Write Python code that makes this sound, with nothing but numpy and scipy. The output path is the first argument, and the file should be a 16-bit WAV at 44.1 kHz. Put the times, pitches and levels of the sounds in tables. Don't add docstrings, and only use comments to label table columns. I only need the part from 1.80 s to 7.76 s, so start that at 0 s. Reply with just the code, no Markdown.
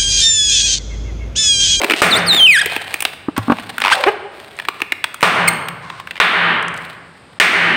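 import sys
import numpy as np
from scipy import signal
from scipy.fft import rfft, irfft
from scipy.io import wavfile
from scipy.ndimage import uniform_filter1d, minimum_filter1d

SR = 44100
rng = np.random.default_rng(int(sys.argv[2]) if len(sys.argv) > 2 else 0)


def generate_wav(sig):
    pcm = np.round(np.clip(np.atleast_2d(sig).T, -1, 1) * 32767).astype(np.int16)
    wavfile.write(sys.argv[1], SR, pcm)


N = 262836
TIME = np.arange(N) / SR
CUTOFF_HZ = 16000


def from_db(db):
    return 10 ** (np.asarray(db) / 20)


def rms_one(x):
    return x / np.sqrt(np.mean(x ** 2) + 1e-20)


def in_time(rows):
    s, *columns = np.transpose(rows)
    t = np.arange(max(s[0], 0), s[-1], 1 / SR)
    return [t] + [np.interp(t, s, column) for column in columns]


def at_hz(points, hz):
    table_hz, values = np.array(points)[:, 0], np.array(points)[:, 1]
    return np.interp(np.log(hz + 1e-9), np.log(table_hz), values)


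def add(out, s, x):
    i = max(round(s * SR), 0)
    out[i:i + len(x)] += x[:max(N - i, 0)]


def band(x, low_hz, high_hz, order=2):
    edges_hz = [low_hz, min(high_hz, .45 * SR)]
    return signal.sosfilt(signal.butter(order, edges_hz, "band", fs=SR, output="sos"), x)


def resonate(x, hz, width_hz):
    r = np.exp(-np.pi * width_hz / SR)
    numerator = np.array([1, 0, -1]) * (1 - r * r) / 2
    denominator = [1, -2 * r * np.cos(2 * np.pi * hz / SR), r * r]
    return signal.lfilter(numerator, denominator, x + 1e-18)


def colour(x, spectrum, size=4096):
    bins_hz = np.arange(size // 2 + 1) * SR / size
    cepstrum = irfft(np.log(from_db(at_hz(spectrum, bins_hz))))
    cepstrum[1:size // 2] *= 2
    cepstrum[size // 2 + 1:] = 0
    response = irfft(np.exp(rfft(cepstrum)))
    return signal.fftconvolve(x, response / np.linalg.norm(response))[:len(x)]


def wobble(t, per_s):
    return np.interp((t - t[0]) * per_s, np.arange(N // 4), rng.standard_normal(N // 4))


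def fade(t, t60):
    return np.exp(-np.log(1000) * t / max(t60, 1e-3))


def stroke(length_s, attack_s, release_s):
    t = TIME[:int(length_s * SR)]
    ramp = np.clip(np.minimum(t / attack_s, (length_s - t) / release_s), 0, 1)
    return t, t / length_s, np.sin(np.pi / 2 * ramp)


# (frequency [Hz], relative density [dB per Hz])
HUSH_SPECTRUM = [(18, -14), (30, -18), (95, 2), (1460, -6), (4910, -17.5), (6210, -33), (8080, -27),
                 (14800, -51.5), (16000, -54)]
HUSH_DB = -45


def hush():
    return from_db(HUSH_DB) * colour(rng.standard_normal(N), HUSH_SPECTRUM)


# (frequency [Hz], relative density [dB per Hz])
RUBBER_SPECTRUM = [(59, -62), (100, -24), (219, -16), (398, -8), (705, 1.5), (1130, -6), (1910, -1),
                   (2470, -3), (4110, -7), (5900, -24.5), (16000, -26.5)]
# (time [s], length [s], starting effort before the common level [dB])
RUBS = [(0, 0.18, -18.5), (.51, 0.14, -12.5), (0.805, 0.18, -20.5), (.93, 0.44, -25), (1.616, 0.27, -27.5),
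        (1.879, 0.23, -30.5), (2.056, .3, -24), (2.513, 0.54, -36.5), (4.243, 0.18, -48),
        (4.941, 0.233, -33)]


def scuffing(grains_per_s=2000, spread_db=3.0, clump_db=5, level_db=-6.5, attack_s=0.036, release_s=0.055,
             easing_db=7, holding_db=-55):
    effort = np.full(N, from_db(holding_db))
    for s, length_s, db in RUBS:
        t, progress, envelope = stroke(length_s, attack_s, release_s)
        add(effort, s, from_db(db - easing_db * progress) * envelope)
    sizes = from_db(spread_db * np.minimum(rng.exponential(1, N), 5)) * rng.choice([-1, 1], N)
    grains = rms_one(sizes * (rng.random(N) < grains_per_s / SR))
    clumps = from_db(level_db + clump_db * wobble(TIME, 90))
    return colour(grains * effort * clumps, RUBBER_SPECTRUM)


# (time [s], length [s], typical slip rate [1/s], start resonance [Hz], end resonance [Hz],
# level before the band-pass [dB])
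CREAKS = [(0, 0.071, 370, 520, 430, -21), (0.083, 0.021, 420, 430, 425, -21),
          (0.158, 0.063, 340, 2520, 2660, -23), (1.563, .04, 540, 1420, 630, -21.5),
          (2.007, 0.076, 460, 1510, 1670, -28.5), (2.104, 0.049, 700, 2100, 2400, -17.5),
          (2.14, 0.18, 600, 660, 586, -22.5), (4.023, .2, 790, 1060, 1120, -36)]


def creaks(jitter=0.36, width=0.11, broad=0.63, attack_s=0.0033, release_s=0.027):
    out = np.zeros(N)
    centres_hz = np.geomspace(300, 3600, 9)
    for s, length_s, per_s, start_hz, end_hz, db in CREAKS:
        t, progress, envelope = stroke(length_s, attack_s, release_s)
        hz = start_hz * (end_hz / start_hz) ** progress
        cycles = np.floor(np.cumsum(per_s * np.exp(jitter * wobble(t, 400))) / SR)
        pulses = np.diff(cycles, prepend=0) * from_db(2.0 * wobble(t, 500))
        ring = 0
        for centre in centres_hz:
            nearness = np.exp(-(2.54 * np.log2(hz / centre)) ** 2)
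            ringing = resonate(resonate(pulses, centre, width * centre), centre, 3 * centre)
            ring = ring + nearness * rms_one(ringing)
        crackle = broad * (hz / 1800) ** 2 * rms_one(colour(pulses, RUBBER_SPECTRUM))
        add(out, s, from_db(db) * envelope * rms_one(rms_one(ring) + crackle))
    return band(out, 220, CUTOFF_HZ, order=3)


# (frequency [Hz], t60 [s])
ROOM_T60 = [(100, 2.8), (200, 1.38), (450, 1.144), (1200, 1.117), (2500, 1.013), (5000, 0.63), (9000, 0.52),
            (15000, 0.5)]
# (frequency [Hz], width [Hz], gain of each alone on top [dB])
ROOM_MODES = [(100, 6.1, -3.5), (171.4, 5.4, 12.5), (172.4, 24, 1), (356.5, 66, 0.5)]


def room_response():
    t, edges_hz = TIME[:2 * SR], np.geomspace(40, 18000, 19)
    white = rng.standard_normal((2, len(t)))
    diffuse = 0
    for k, (low, high) in enumerate(zip(edges_hz, edges_hz[1:])):
        decay = fade(t, at_hz(ROOM_T60, np.sqrt(low * high)))
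        diffuse = diffuse + band(white[k % 2], low, high, order=3) * decay
    modes = sum((from_db(db) - 1) * resonate(diffuse, hz, width) for hz, width, db in ROOM_MODES)
    tail = (diffuse + modes) * (1 - np.exp(-t / 0.0023))
    return tail / np.linalg.norm(tail)


SLIDE_S = .0016


def slip(hz, bass_db, treble_db, broad=0.52, t60=0.019, skin_hz=2300):
    t = TIME[:SR // 16]
    skin, bump, tick = rng.choice([-1, 1], (3, len(t))) * fade(np.maximum(t - SLIDE_S, 0), t60)
    skin = resonate(skin, hz, 0.27 * hz) + .5 * resonate(skin, skin_hz, 280) + broad * skin
    skin = rms_one(band(skin, 650, 3370, order=3))
    bump = from_db(bass_db) * rms_one(band(bump, 273, 470))
    tick = from_db(treble_db) * rms_one(band(tick * fade(t, 0.051), 4500, 28500))
    snap = skin + bump + tick
    return snap / np.abs(snap).max()


# (time [s], peak before the common level [dB],
# ring frequency [Hz], treble before the common trim [dB], number of slips)
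SLIPS = [(.016, -2, 695, -15, 1), (0.0344, -3.5, 705, -15, 1), (.044, 2.5, 680, -11, 1),
         (0.0981, 2, 2270, -18, 3), (.136, 2, 2300, -27, 1), (0.24, -3, 1300, -20, 1),
         (0.546, 1, 3610, -12.5, 1), (.859, -3.5, 2530, -7.5, 1), (0.963, -4.5, 2700, -14.5, 1),
         (1.141, -2.5, 2225, -9, 1), (1.205, -4.5, 2640, -1.5, 1), (1.223, -4.5, 2570, -2, 1),
         (1.251, 4, 3570, -13, 1), (1.578, -8.5, 1310, -5, 1), (1.721, -5.5, 1190, -25, 1),
         (1.785, -11, 790, -33, 1), (1.981, -4, 1370, -15, 1), (2.002, -8.5, 1516, -11, 1),
         (2.018, 3, 1060, -19, 1), (2.0385, 2.5, 1080, -26, 7), (2.238, 1.5, 1030, -33, 1),
         (2.788, -8.5, 1650, -22, 2), (2.851, -13.5, 1924, -20, 1), (2.8853, 1, 1135, -19, 1),
         (3.003, -12, 1210, -20, 1), (3.018, 0.5, 2000, -18.5, 1), (3.121, 2, 1700, -18, 1),
         (3.241, 1, 1510, -15, 1), (3.343, -12.5, 1320, -7, 1), (3.408, -13, 2200, -10, 2),
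         (3.686, -5.5, 2200, 7, 1), (3.885, -8, 1030, -10.5, 1), (4.1, -15, 1104, -28, 1),
         (4.199, -17.5, 1080, -15, 1), (4.272, -14, 1600, -22, 1), (4.309, -10.5, 2210, -20.5, 1),
         (4.356, -15, 2040, -27, 3)]
# (time [s], level before the common trim [dB])
BUMP = [(0, -13.5), (.86, -11.5), (1.2, -27), (2.8, -31), (2.95, -14), (3.3, -40)]
JUDDER_GAP_S, JUDDER_LOSS_DB = .0103, 0.5


def slips(level_db=-1.5, bass_db=6.0, treble_db=-2.0):
    out = np.zeros(N)
    for s, db, hz, treble, count in SLIPS:
        bass = np.interp(s, *np.transpose(BUMP))
        for k in range(round(count)):
            gain = from_db(db + level_db - k * JUDDER_LOSS_DB)
            add(out, s + k * JUDDER_GAP_S, gain * slip(hz, bass + bass_db, treble + treble_db))
    return out


# (time [s], level before the gain control [dB])
POPS = [(0.2184, -1), (3.4282, 2), (4.4006, 10.5), (5.5997, 55)]
# (frequency [Hz], relative density [dB per Hz])
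POP_SPECTRA = [
    [(41, -84.5), (70, -22), (649, -10), (1020, -13), (1280, -7.5), (1610, -10), (2120, -9), (5750, -28.5),
     (16000, -40)],
    [(41, -49), (70, -13.5), (129, 2), (250, 0.5), (360, 3.5), (1170, 14), (2720, 7.5), (6750, -14.5),
     (8660, -17.5), (16000, -26)],
    [(41, -69), (70, -36), (190, -17.5), (262, -18), (394, -12), (529, -13), (1150, -2.5), (1810, -1),
     (3650, -9.5), (5750, -31.5), (8470, -38.5), (16000, -44)],
    [(41, -84), (70, -37), (204, -25), (262, -21.5), (394, -15.5), (441, -20.5), (1050, -14), (2070, -6),
     (5500, -28), (8660, -38), (11100, -44), (16000, -44)],
]


def pops(room, tear_t60=0.029, room_db=27.5):
    out, t = np.zeros(N), TIME[:len(room)]
    for (s, db), spectrum in zip(POPS, POP_SPECTRA):
        tear = colour(rng.standard_normal(len(t)) * fade(t, tear_t60), spectrum)
        tear = tear * np.sqrt(0.008 * SR) / np.linalg.norm(tear)
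        roar = from_db(room_db) * colour(room, spectrum)
        add(out, s, from_db(db) * (tear + roar))
    return out


# (frequency [Hz], gain [dB])
OVERTONE_COLOUR = [(4500, 7), (6200, -1.5), (8500, 5), (11500, -1.5), (15000, 3.5)]


def stick_slip(t, hz, overtones_db, fall_db, rough, jitter=0.101, shimmer_db=0.73, flicker_db=1.5,
               rasp_db=-17.5):
    unsteadiness = jitter * rough * wobble(t, 1500) + 0.0046 * wobble(t, 127)
    phase = 2 * np.pi * np.cumsum(hz * (1 + unsteadiness)) / SR
    tone = np.sin(phase)
    for k in range(2, 8):
        slope_db = fall_db * np.log2(k / 2)
        flicker = flicker_db * wobble(t, 138.7)
        gain = from_db(overtones_db + slope_db + at_hz(OVERTONE_COLOUR, k * hz) + flicker)
        tone = tone + gain * (k * hz < CUTOFF_HZ) * np.sin(k * phase)
    rasp = colour(rng.standard_normal(len(t)), RUBBER_SPECTRUM) * (1 + np.cos(phase))
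    rasp = from_db(rasp_db) * rough * rasp
    return from_db(shimmer_db * wobble(t, 125.7)) * (np.sqrt(2) * tone + rasp)


# (time [s], central pitch [Hz], level before the common gain [dB])
SQUEALS = [
    [(0.303, 4890, -23), (0.321, 4022, -12.5), (0.335, 3585, -6.5), (0.349, 3510, -14),
     (0.373, 4380, -24.5), (0.402, 6000, -43)],
    [(0.457, 5520, -42.5), (0.471, 4745, -23), (0.487, 4290, -15), (0.509, 3895, -8.5), (0.531, 3584, -13),
     (0.555, 3750, -17), (0.577, 3540, -15), (0.605, 3137, -8.5), (0.659, 3060, -2.5), (0.681, 2493, -6),
     (0.697, 2550, -2), (0.715, 2340, -7), (0.777, 1538, -9.5), (0.801, 1893, -12.5), (0.805, 1850, -30),
     (0.817, 1611, -10), (0.83, 1374, -28)],
]
SQUEAL_GAIN_DB = 1.5
TYPICAL_HZ, TYPICAL_DB = 3100, -14.5
PURITY_PER_DB, PURITY_DB_PER_OCTAVE = 1.42, 12.5
OVERTONES_DB, ROUGHNESS = -19.5, 0.127
BREAKUP_DB = -15


def squeals(fall_db=-5.5, rough_fall_db=-14, edge_s=0.0067):
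    out = np.zeros(N)
    for rows in SQUEALS:
        t, hz, db = in_time(rows)
        loud_purity_db = PURITY_PER_DB * (db - TYPICAL_DB)
        purity_db = loud_purity_db + PURITY_DB_PER_OCTAVE * np.log2(hz / TYPICAL_HZ)
        rough = np.clip(ROUGHNESS * from_db(-purity_db), 0, 1)
        overtones_db = OVERTONES_DB - purity_db + BREAKUP_DB * rough ** 2
        tone = stick_slip(t, hz, overtones_db, fall_db + rough_fall_db * rough, rough)
        ramp = np.clip(np.minimum(t - t[0], t[-1] - t) / edge_s, 0, 1)
        add(out, t[0], from_db(db + SQUEAL_GAIN_DB) * tone * np.sin(np.pi / 2 * ramp) ** 2)
    return out


# (time [s], level before the mix of bounce and rasp [dB],
# bounce frequency [Hz], bounce t60 [s], skin rasp before that mix [dB])
THUDS = [(1.4842, -1.5, 291, 0.029, -9), (1.579, -1.5, 270, 0.024, -4.5), (1.589, -16.5, 109, 0.19, -16),
         (1.681, -8, 254, 0.099, 0.5), (1.6986, 1.5, 261, 0.056, 4.5), (1.719, -1.5, 250, 0.042, 5.5)]


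def thuds(rasp_t60=0.043):
    out, t = np.zeros(N), TIME[:SR // 6]
    for s, db, hz, t60, rasp_db in THUDS:
        bounce = np.sin(2 * np.pi * hz * t) * fade(t, t60) * (1 - np.exp(-t / 0.0014))
        rasp = rms_one(band(rng.standard_normal(len(t)), 525, 1280, order=3)) * fade(t, rasp_t60)
        add(out, s, from_db(db) * (1.24 * bounce + 0.42 * from_db(rasp_db) * rasp))
    return out


# (time [s], length [s], start pitch [Hz], end pitch [Hz], level [dB],
# overtones [dB], overtone slope [dB per octave], roughness [0-1], share sent to the room [dB])
SQUEAKS = [(2.111, 0.033, 781, 1620, -9, -12.5, -13, 0.84, -16),
           (2.262, 0.039, 331.7, 411.3, -11, -10, -6.5, 0.61, -15),
           (3.674, .02, 2606, 2097, -6, -19.5, -2, 0.3, -13.5),
           (3.678, 0.011, 8560, 8520, -19, -30, -7, 0.03, -7.5)]


def squeaks(attack_s=0.012, release_s=0.014, glide_share=0.61):
    out, into_room = np.zeros((2, N))
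    for s, length_s, start_hz, end_hz, db, overtones_db, fall_db, rough, room_db in SQUEAKS:
        t, progress, envelope = stroke(length_s, attack_s, release_s)
        glide = np.sin(np.pi / 2 * np.minimum(progress / glide_share, 1)) ** 2
        hz = start_hz * (end_hz / start_hz) ** glide
        squeak = from_db(db) * envelope * stick_slip(t, hz, overtones_db, fall_db, rough)
        add(out, s, squeak)
        add(into_room, s, from_db(room_db) * squeak)
    return out, into_room


# (time [s], peak level [dB])
TICKS = [(2.7674, -35), (4.826, -27), (4.882, -23), (4.941, -28), (4.976, -28), (5.022, -41)]


def ticks(t60=0.014):
    out, t = np.zeros(N), TIME[:SR // 16]
    for s, db in TICKS:
        click = band(rng.standard_normal(len(t)) * fade(t, t60), 2600, 8500)
        add(out, s, from_db(db) * click / np.abs(click).max())
    return out


def scene():
    room = room_response()
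    scuff, creak = band(scuffing(), 200, CUTOFF_HZ), creaks()
    snaps, squeal = slips() + ticks(), squeals()
    thud = band(thuds(), 46, CUTOFF_HZ)
    squeak, squeak_into_room = squeaks()
    into_room = (from_db(-15) * (snaps + scuff) + from_db(-22.0) * thud + from_db(-16.0) * squeal
                 + from_db(-10) * creak + squeak_into_room)
    echo = signal.fftconvolve(into_room, room)[:N]
    balloon = snaps + thud + squeal + squeak + creak + scuff
    return (balloon + pops(room) + echo + hush())[None]


def gain_control(x, limit_db=-4.0, hold_s=0.083, release_db_per_s=63.5):
    level_db = 10 * np.log10(np.maximum(uniform_filter1d(x ** 2, size=330), 1e-12))
    excess_db = np.maximum(level_db - limit_db, 0)
    hold = int(hold_s * SR / 2)
    held_db = -minimum_filter1d(-excess_db, size=2 * hold + 1, origin=hold, mode="nearest")
    recovery_db = release_db_per_s * TIME
    duck_db = np.maximum.accumulate(held_db + recovery_db, axis=-1) - recovery_db
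    return x * from_db(uniform_filter1d(minimum_filter1d(-duck_db, size=330), size=330))


# (frequency [Hz], width [Hz], level of the added ring [dB])
PORT = [(8690, 740, 9), (14670, 550, 2.5)]


def record(dry):
    ringing = sum(from_db(db) * resonate(dry, hz, width) for hz, width, db in PORT)
    x = gain_control(dry + ringing)
    x = x / (1 + x ** 8) ** (1 / 8)
    return signal.sosfilt(signal.ellip(12, .2, 90, CUTOFF_HZ, fs=SR, output="sos"), x)


dry = scene()
out = record(dry)
generate_wav(out)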